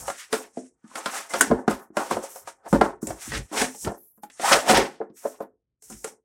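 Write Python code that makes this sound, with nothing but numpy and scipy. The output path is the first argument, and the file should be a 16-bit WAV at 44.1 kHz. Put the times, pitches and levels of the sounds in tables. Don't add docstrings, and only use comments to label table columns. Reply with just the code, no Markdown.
import sys
import numpy as np
from scipy import signal
from scipy.fft import rfft, irfft
from scipy.io import wavfile
from scipy.ndimage import uniform_filter1d

SR = 44100
rng = np.random.default_rng(int(sys.argv[2]) if len(sys.argv) > 2 else 0)


def waveform_to_disk(signal):
    frames = np.transpose(np.atleast_2d(signal))
    scaled = np.clip(frames, -1, 1) * 32767
    samples = np.round(scaled).astype(np.int16)
    wavfile.write(sys.argv[1], SR, samples)


N = 275184

# t/s, body level/dB, struck spot f/Hz, spot level/dB,
# bass tilt/dB, treble tilt/dB (beside the middle modes), base ring time/s, click level/dB, snap level/dB
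BLOWS = [(0.079, -18.5, 569, -12, -50, -1.5, 0.18, -29, -27),
         (0.099, -24.5, 748, -11, -12, 13, 0.065, -26, -30),
         (0.327, -18, 440.6, -7, -10.5, 8, 0.15, -17, -19),
         (0.571, -14.5, 256, -13, -27.5, -37, 0.17, -45.5, -65),
         (0.632, -29, 447, -21, -23, -27, 0.033, -68, -73),
         (0.841, -73.5, 231, 6.5, 28, 10, 0.096, -60, -75), (0.913, -55, 1015, -1, 1, 14.5, 0.08, -60, -58),
         (0.954, -23, 1360, -2, -17, -9, 0.067, -23, -28.5),
         (1.058, -25.5, 1364, -16, -12, 10.5, 0.17, -17, -24),
         (1.304, -28, 2080, -5.5, -30, -1.5, 0.13, -47, -38.5),
         (1.336, -18.5, 530, -7.5, -18, 2, 0.29, -17, -26),
         (1.409, -15, 1515, -9, -25, 23.5, 0.028, -12.5, -3.5),
         (1.501, -20, 180, 5, 3.5, -5, 0.11, -46, -56), (1.511, -7, 450, -6, -6, -8, 0.14, -32, -51),
         (1.678, -8, 246, -15.5, -4.5, 5, 0.077, -21.5, -31.5),
         (1.709, -30.5, 561, -15, -16, 7, 0.39, -30, -26.5), (1.902, -51.5, 345, 5, 6, 1, 0.089, -83, -88),
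         (1.968, -13, 575, -11, -8, 6, 0.11, -19.5, -24.5),
         (2.109, -12.5, 998, -5.5, -7, 5, 0.083, -48, -26),
         (2.167, -15.5, 516, -4.5, -17, -9.5, 0.16, -37, -39.5),
         (2.236, -22, 541, -4.5, -39, -8, 0.096, -55, -37),
         (2.357, -28.5, 540, -13, -55, -10, 0.19, -42, -34.5),
         (2.473, -27, 928, -9, -29, 0, 0.17, -35, -37.5),
         (2.663, -23, 684, -1.5, -32, -16.5, 0.058, -53.5, -55),
         (2.727, -3, 197.4, -4.5, -11, -6, 0.12, -29, -25.5),
         (2.811, 1.5, 856, -11, -16, 0, 0.093, -18.5, -26),
         (3.028, -22, 323, 3.5, -1, -5.5, 0.047, -64.5, -32),
         (3.069, -30.5, 414, -3, -9.5, -23, 0.32, -37, -20.5),
         (3.105, -16, 693, -2, -11.5, -6, 0.047, -33, -53),
         (3.276, -44.5, 280, 2, 10, -20.5, 0.04, -70, -59),
         (3.318, -31, 1900, -15, -24, 23, 0.056, -26, -45),
         (3.514, -37, 305, 0.5, -26.5, 8, 0.084, -58, -48),
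         (3.57, -28, 740, -15, -9, 11, 0.092, -25.5, -66),
         (3.615, -16.5, 725, -5.5, -8.5, -11.5, 0.21, -13, -14.5),
         (3.746, -35, 830, -3.5, -15, -10, 0.11, -46, -48.5),
         (3.847, -34, 250, -4, 7.5, -16.5, 0.12, -26, -38),
         (3.872, -10, 348, -9, -9.5, -3, 0.046, -34, -46),
         (3.917, -15.5, 430, -19, -24, -17.5, 0.1, -67.5, -42.5),
         (4.176, -55.5, 339, -6, 1.5, 2.5, 0.15, -71, -60.5),
         (4.233, -39.5, 834, 10.5, -7.5, -2, 0.15, -41.5, -39),
         (4.299, -51, 2000, -1.5, -21.5, -2, 0.1, -41, -47.5),
         (4.396, -25, 530, -6.5, -10.5, -4, 0.17, -31.5, -53),
         (4.513, -21.5, 549, 6, -0.5, -18, 0.2, -37, -35), (4.692, -18, 746.6, -3, -0.5, 6, 0.47, -26, -31),
         (4.771, -14, 553, -32, -9, -10, 0.15, -9, -14.5),
         (5.002, -19, 455, -5.5, -16.5, -25, 0.14, -73, -77.5),
         (5.012, -16.5, 562, -20, -27.5, -8, 0.11, -82, -80.5),
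         (5.099, -47.5, 215, -4, 4, -24, 0.1, -60.5, -83.5),
         (5.251, -12, 563, -9, -27, -19, 0.14, -60, -47),
         (5.404, -18, 663, -16.5, -20, -12.5, 0.15, -49.5, -47),
         (5.822, -56.5, 435, 0, -20.5, -11.5, 0.17, -55.5, -39.5),
         (5.899, -42, 756, -4, 0.5, 1.5, 0.23, -62, -33), (5.923, -46, 196, -17, 6, 4, 0.13, -43, -55.5),
         (6.043, -20, 439, -5.5, -26.5, -4, 0.12, -29, -23)]
# f/Hz, level/dB, base t60/s (scaled by how a contact damps them)
BOX_MODES = [(155, -11.5, 0.26), (218, 2.5, 0.14), (263.6, 2.5, 0.13), (283.1, -8, 0.18),
             (362.2, -4.5, 0.14), (444.4, -3.5, 0.077), (450, -12, 0.099), (538.7, 2.5, 0.047),
             (641, -2.5, 0.038), (682.6, -1.5, 0.072), (770, 3.5, 0.04), (874.4, -4.5, 0.055),
             (1022.4, -2.5, 0.086), (1172, -11, 0.12), (1259.5, 6, 0.031), (1387.4, -8.5, 0.12),
             (1445, 0, 0.042), (1643, -0.5, 0.042), (1940, -17, 0.034), (2066, -15, 0.13)]
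# f/Hz, relative level/dB
RASP_COLOUR = [(700, -26), (1200, -2), (1800, 3), (2600, -1.5), (4000, -5), (5500, -5), (8000, -24)]
# f/Hz, relative level/dB
HISS_COLOUR = [(3500, -17.5), (4800, -9), (5500, 3.5), (7000, 4), (8500, 5.5), (10000, -1), (11000, -8.5),
               (12500, -36)]
# f/Hz, relative level/dB
HISS_TOP_COLOUR = [(9000, -32), (10500, -10.5), (12000, -7), (13000, -10.5), (16500, -16.5)]
# f/Hz, relative level/dB
TABLE_COLOUR = [(20, -31.5), (35, -26.5), (50, 4.5), (70, -7.5), (125, -5), (180, -14), (260, -30.5)]
# f/Hz, t60/s
ROOM_DECAY = [(100, 0.1), (300, 0.33), (800, 0.097), (2000, 0.21), (6000, 0.11), (14000, 0.053)]
# f/Hz, relative level/dB
FLOOR_COLOUR = [(18, -32), (30, -6.5), (86, 2.5), (461, -11), (937, -29.5), (1460, -18.5), (3300, -30),
                (16000, -40)]
# f/Hz, relative level/dB
SNAP_SPECTRUM = [(3500, -22), (5000, -11.5), (7500, 4), (10000, -0.5), (12000, -11), (16000, -19)]
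# full contact t/s, swell before it/s, hold/s, fade/s, dragged panels level/dB,
# their centre f/Hz, rasp level/dB, hiss level/dB, hiss top octave level/dB
STROKES = [(0.0, 0.009, 0.0056, 0.15, -39, 583, -56, -38.5, -46.5),
           (0.08, 0.14, .03, 0.083, -41, 1000, -50, -39.5, -54),
           (0.198, 0.15, 0.013, .12, -54.5, 1420, -41, -42.5, -55),
           (0.338, 0.034, 0.0071, 0.14, -28.5, 556, -36, -33, -41.5),
           (0.581, 0.088, .01, 0.15, -56, 341, -61, -50, -92),
           (0.645, 0.045, 0.045, 0.039, -73, 400, -76, -61.5, -87),
           (0.843, 0.0066, 0.018, 0.053, -59, 1290, -70.5, -73, -94),
           (0.879, .012, 0.049, .04, -62, 1000, -64, -59, -87),
           (0.972, 0.058, 0.012, 0.12, -32.5, 760, -42.5, -39.5, -53),
           (1.075, 0.022, 0.0091, 0.2, -51, 1090, -44, -60, -54),
           (1.169, 0.24, .005, 0.15, -29.5, 880, -34.5, -35, -46),
           (1.298, .015, .025, 0.036, -48.5, 900, -52, -38.5, -54.5),
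           (1.358, 0.076, 0.0036, 0.088, -28, 567, -33, -35, -45),
           (1.389, .03, 0.0098, .02, -45, 640, -48.5, -38.5, -44),
           (1.411, 0.018, 0.0084, 0.16, -21.5, 413, -33, -31, -45),
           (1.522, 0.035, .005, 0.19, -23.5, 464, -61, -65, -66),
           (1.701, 0.026, 0.0065, 0.12, -30, 617, -37.5, -40, -46),
           (1.796, .03, 0.039, 0.078, -45, 786, -79, -64.5, -59),
           (1.981, 0.036, .01, 0.48, -30, 680, -42.5, -41, -50.5),
           (2.117, 0.041, .005, 0.11, -21.5, 473, -35.5, -37, -47),
           (2.233, 0.031, 0.0058, 0.11, -38.5, 570, -44, -39.5, -49),
           (2.302, 0.045, 0.087, 0.12, -60, 650, -61.5, -48.5, -49),
           (2.485, 0.037, 0.0042, 0.071, -45.5, 680, -44.5, -42.5, -57.5),
           (2.663, 0.038, 0.016, 0.028, -37.5, 700, -55, -60, -70),
           (2.691, 0.043, 0.06, .03, -52, 750, -57, -47, -55.5),
           (2.742, 0.023, 0.0076, 0.098, -14.5, 378, -42.5, -42.5, -52),
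           (2.845, 0.071, .01, 0.11, -21, 590, -44.5, -46.5, -58),
           (3.019, 0.0072, 0.038, .05, -48.5, 780, -90, -48, -51.5),
           (3.09, 0.045, .005, 0.13, -32, 550, -50, -40.5, -50),
           (3.226, 0.084, 0.033, 0.3, -45.5, 990, -45.5, -39, -50.5),
           (3.338, 0.056, 0.045, 0.063, -32.5, 353, -33, -39.5, -54),
           (3.531, .02, 0.028, .05, -28, 500, -41, -39.5, -49.5),
           (3.578, 0.063, 0.047, 0.12, -27, 573, -28.5, -28.5, -42.5),
           (3.834, 0.25, .005, 0.11, -73, 814, -80, -36, -45.5),
           (3.877, 0.036, 0.0038, 0.055, -19, 450, -45, -55, -66),
           (3.945, 0.054, .005, 0.063, -41, 481, -78, -56.5, -74),
           (3.982, 0.039, 0.045, 0.35, -73, 403, -83, -75, -52),
           (4.23, 0.017, 0.022, 0.05, -60.5, 800, -80, -67, -56),
           (4.32, 0.012, 0.087, .03, -71, 762, -92, -53.5, -84),
           (4.423, 0.054, 0.0054, 0.29, -39, 770, -36.5, -35, -51),
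           (4.455, .06, 0.042, .05, -22.5, 850, -26.5, -28.5, -39.5),
           (4.519, 0.088, 0.011, 0.15, -14.5, 918, -19, -22.5, -34),
           (4.698, 0.062, 0.013, .12, -15, 500, -21.5, -23, -34),
           (4.755, 0.18, 0.026, 0.15, -17, 520, -23, -34, -44),
           (5.036, 0.036, 0.0038, 0.12, -48, 550, -79, -78, -105),
           (5.173, 0.043, .14, 0.13, -71, 509, -62.5, -51.5, -56.5),
           (5.251, 0.045, .005, 0.2, -40, 620, -52.5, -54, -63),
           (5.424, 0.054, .005, .07, -40, 476, -63.5, -67.5, -59),
           (5.838, 0.032, 0.22, .05, -71.5, 400, -71, -51.5, -58.5),
           (5.926, 0.063, .005, .12, -52, 250, -56, -45, -60),
           (6.074, 0.046, .005, 0.088, -40.5, 493, -52, -42, -54.5)]
# t/s, swell/s, hold/s, fade/s, level/dB,
# first f/Hz, last f/Hz
TRAY_PULLS = [(4.441, 0.029, 0.079, .02, -24, 760, 1290), (4.552, 0.035, 0.023, 0.076, -20.5, 590, 560),
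              (4.682, 0.048, 0.035, 0.044, -23.5, 720, 723), (4.766, .04, 0.048, 0.082, -24.5, 560, 355)]
# t/s, swell/s, hold/s, fade/s, level/dB
TABLE_SHAKES = [(0.0, .02, 0.067, 0.082, -46.5), (1.393, .08, .01, .05, -48.5),
                (1.508, .05, 0.044, .06, -35), (1.71, .06, .03, .06, -42), (2.0, .05, 0.011, .08, -61),
                (2.136, .05, .03, 0.077, -45.5), (2.448, .08, .01, 0.095, -64),
                (2.737, .04, 0.029, 0.19, -30), (3.074, .05, 0.039, 0.11, -42.5),
                (3.322, 0.082, 0.1, 0.063, -34.5), (3.61, .09, 0.028, 0.1, -45.5),
                (3.87, .05, .005, 0.057, -30), (4.545, .15, .01, 0.052, -51.5),
                (4.723, .05, 0.071, 0.057, -33), (5.93, .08, 0.021, .12, -51)]

FLOOR_DB, STILL_DB = -85, -82.5
EDGE_HZ = 16100
SPAN_DB = 30
RASP_FADE, HISS_FADE, TOP_FADE = 1.09, 0.96, 1
HARD_DB, QUICKER = -14.5, 1.7


def amp(db):
    return np.exp(np.asarray(db) * (np.log(10) / 20))


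def evened(x):
    return x / np.sqrt(np.mean(x ** 2) + 1e-20)


def read(points, hz):
    f, value = np.transpose(points)
    return np.interp(np.log(hz + 1), np.log(f + 1), value)


def coloured(x, colour):
    hz = np.fft.rfftfreq(len(x), 1 / SR)
    points = [(0, -97.5)] + list(colour) + [(SR, -90)]
    return evened(irfft(rfft(x) * amp(read(points, hz)), len(x)))


def sampled(x):
    return np.interp(np.arange(N) / SR, np.arange(len(x)) / 1000, x)


def envelope(rows, level_db, fade_speed=1.):
    s, swell, hold, fade = np.maximum(np.asarray(rows)[:, :4], 1e-3).T[:, :, None]
    t = np.arange(0, N / SR, .001)
    before = np.maximum((s - t) / swell, 0)
    after = np.maximum((t - s - hold) / fade, 0)
    drop = before + fade_speed * after
    return amp(np.asarray(level_db)[:, None] - SPAN_DB * np.minimum(drop, 8)) ** 2


def contact(column, fade_speed=1.):
    level_db = np.asarray(STROKES)[:, column]
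    return sampled(np.sqrt(envelope(STROKES, level_db, fade_speed).sum(0)))


def slips(per_s, spread_db, smooth):
    chance, sign = rng.random((2, N))
    size = amp(spread_db * np.minimum(rng.exponential(1, N), 3.))
    hits = size * (chance < per_s / SR) * np.sign(sign - .5)
    return evened(hits) + smooth * rng.standard_normal(N)


def flutter(per_s, depth_db):
    width = int(SR / per_s)
    waver = uniform_filter1d(uniform_filter1d(rng.standard_normal(N), width), width)
    return amp(depth_db * evened(waver))


def noise_floor():
    return amp(FLOOR_DB) * coloured(rng.standard_normal(N), FLOOR_COLOUR)


def rumble():
    power = envelope(TABLE_SHAKES, np.asarray(TABLE_SHAKES)[:, 4]).sum(0) + amp(STILL_DB) ** 2
    return sampled(np.sqrt(power)) * coloured(rng.standard_normal(N), TABLE_COLOUR)


def room(x):
    taps = np.zeros(SR // 2)
    at = np.arange(200, SR // 2 - 20, 20)
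    taps[at + rng.integers(0, 20, len(at))] = rng.choice([-1., 1.], len(at))
    hz, t, z = signal.stft(taps, SR, nperseg=256)
    fade = amp(-60 * t / read(ROOM_DECAY, hz)[:, None])
    tail = signal.istft(z * fade, SR, nperseg=256)[1]
    return signal.fftconvolve(x, tail / np.linalg.norm(tail))[:N]


def stroke():
    rush = slips(6000.0, 1.0, 0.95) * flutter(81.0, 1.2)
    top = contact(column=8, fade_speed=TOP_FADE) * coloured(rush, HISS_TOP_COLOUR)
    return contact(column=7, fade_speed=HISS_FADE) * coloured(rush, HISS_COLOUR) + top


def scrape():
    grain = coloured(slips(3500.0, 2.1, 1.6), RASP_COLOUR)
    return contact(column=6, fade_speed=RASP_FADE) * grain * flutter(51.0, 2.3)


def gap():
    glide = [[(s, first), (s + hold, last)] for s, _, hold, _, _, first, last in TRAY_PULLS]
    times, hz = np.reshape(glide, (-1, 2)).T
    glide_hz = np.interp(np.arange(N) / SR, times, hz)
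    turn = np.exp(2j * np.pi * np.cumsum(glide_hz) / SR)
    r = np.exp(-np.pi * 230. / SR)
    smooth = signal.lfilter([1], np.convolve([1, -r], [1, -r]), slips(890.0, 1.4, 1.0) / turn)
    level = sampled(np.sqrt(envelope(TRAY_PULLS, np.asarray(TRAY_PULLS)[:, 4]).sum(0)))
    return level * flutter(90., 1.2) * evened((turn * smooth).real)


def centre():
    power = envelope(STROKES, np.asarray(STROKES)[:, 4])
    log_hz = np.log(np.asarray(STROKES)[:, 5:6])
    return sampled(np.exp((power * log_hz).sum(0) / power.sum(0)))


def near(hz, centre_hz, octaves):
    return np.exp(-.5 * (np.log2(hz / centre_hz) / octaves) ** 2)


def drag():
    push = coloured(slips(1500., 3.6, 0.92), [(100, -14), (200, -3), (1800, 5.5), (3000, -16.5)])
    centre_hz = centre()
    out, power = np.zeros((2, N))
    for hz, db, t60 in BOX_MODES:
        r = amp(-60 / (0.33 * t60 * SR))
        poles = [1, -2 * r * np.cos(2 * np.pi * hz / SR), r * r]
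        once = signal.lfilter([1, 0, -1], poles, push)
        ring = signal.lfilter([1, 0, -1], poles, once)
        weight = amp(db) * (near(hz, centre_hz, 0.7) + 0.09)
        out += weight * evened(ring)
        power += weight ** 2
    return contact(column=4) * flutter(60, 2.5) * out / np.sqrt(power)


def knocks():
    out, t = np.zeros(N + 12288), np.arange(12288) / SR
    hz, db, t60 = np.transpose(BOX_MODES)[:, :, None]
    bins = np.fft.rfftfreq(len(t), 1 / SR) + 1
    small = signal.butter(2, 100., "high", fs=SR, output="sos")
    chance = rng.random((len(BLOWS), 3, len(BOX_MODES), 1))
    for row, (phase, share, shift) in zip(BLOWS, chance):
        s, level_db, spot_hz, spot_db, low_db, high_db, ring, click_db, snap_db = row
        ring = max(ring, .02)
        balance = [(60, low_db - 34.0), (150, low_db - 8.5), (250, low_db + 2), (600, 0),
                   (1300, high_db - 4), (2200, high_db - 13.5), (4000, high_db - 42.5)]

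        weight = amp(db + read(balance, hz) + 10.2 * share)
        fade = amp(-60 * t / (t60 * ring / 0.18))
        mode_hz = hz * (1 + .04 * (shift - .5))
        modes = weight * fade * np.sin(2 * np.pi * (mode_hz * t + .4 * phase))

        thud, click, snap = rng.standard_normal((3, len(t)))
        thud = irfft(rfft(thud) * amp(read(balance, bins)) / np.sqrt(bins / 600))
        thud *= amp(-60 * t / (0.76 * ring))
        spot_gain = amp(spot_db + max(low_db, 0, high_db) - 60 * t / (0.63 * ring))
        spot = spot_gain * np.sin(2 * np.pi * spot_hz * t)

        quick = QUICKER if snap_db > HARD_DB else 1
        body = spot + 0.32 * modes.sum(0) + 1.1 * thud
        body *= 0.87 + 0.72 * np.exp(-t / 0.025)
        body *= (1 - np.exp(-quick * t / 0.0018)) ** 2
        burst = 1.0 * np.exp(-t / 0.0036) + 0.12 * np.exp(-t / .02)
        burst *= 1 - np.exp(-quick * t / 0.002)
        top = amp(click_db) * coloured(click, RASP_COLOUR) + amp(snap_db) * coloured(snap, SNAP_SPECTRUM)
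        at = round(s * SR)
        out[at:at + len(t)] += amp(level_db) * signal.sosfilt(small, body) + top * burst
    return out[:N]


def scene():
    blows = knocks()
    rubbing = drag() + gap() + scrape() + stroke()
    reverb = amp(-11.5) * room(blows + 0.39 * rubbing)
    return (blows + rubbing + reverb + rumble() + noise_floor())[None]


def record(dry):
    bass_cut = signal.butter(3, 36., "high", fs=SR, output="sos")
    hz, t, z = signal.stft(signal.sosfilt(bass_cut, dry[0]), SR, nperseg=512, noverlap=384)
    power = uniform_filter1d(uniform_filter1d(abs(z) ** 2, size=15, axis=0), size=5, axis=1)
    open_share = power / (power + amp(-96.0) ** 2)
    gain = amp(-17.0) + (1 - amp(-11.5)) * open_share
    gated = signal.istft(z * gain, SR, nperseg=512, noverlap=384)[1][:N]
    band_limit = signal.firwin(511, EDGE_HZ, window=("kaiser", 9), fs=SR)
    return signal.oaconvolve(np.clip(gated, -1, 1), band_limit, "same")[None]


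dry = scene()
out = record(dry)
waveform_to_disk(out)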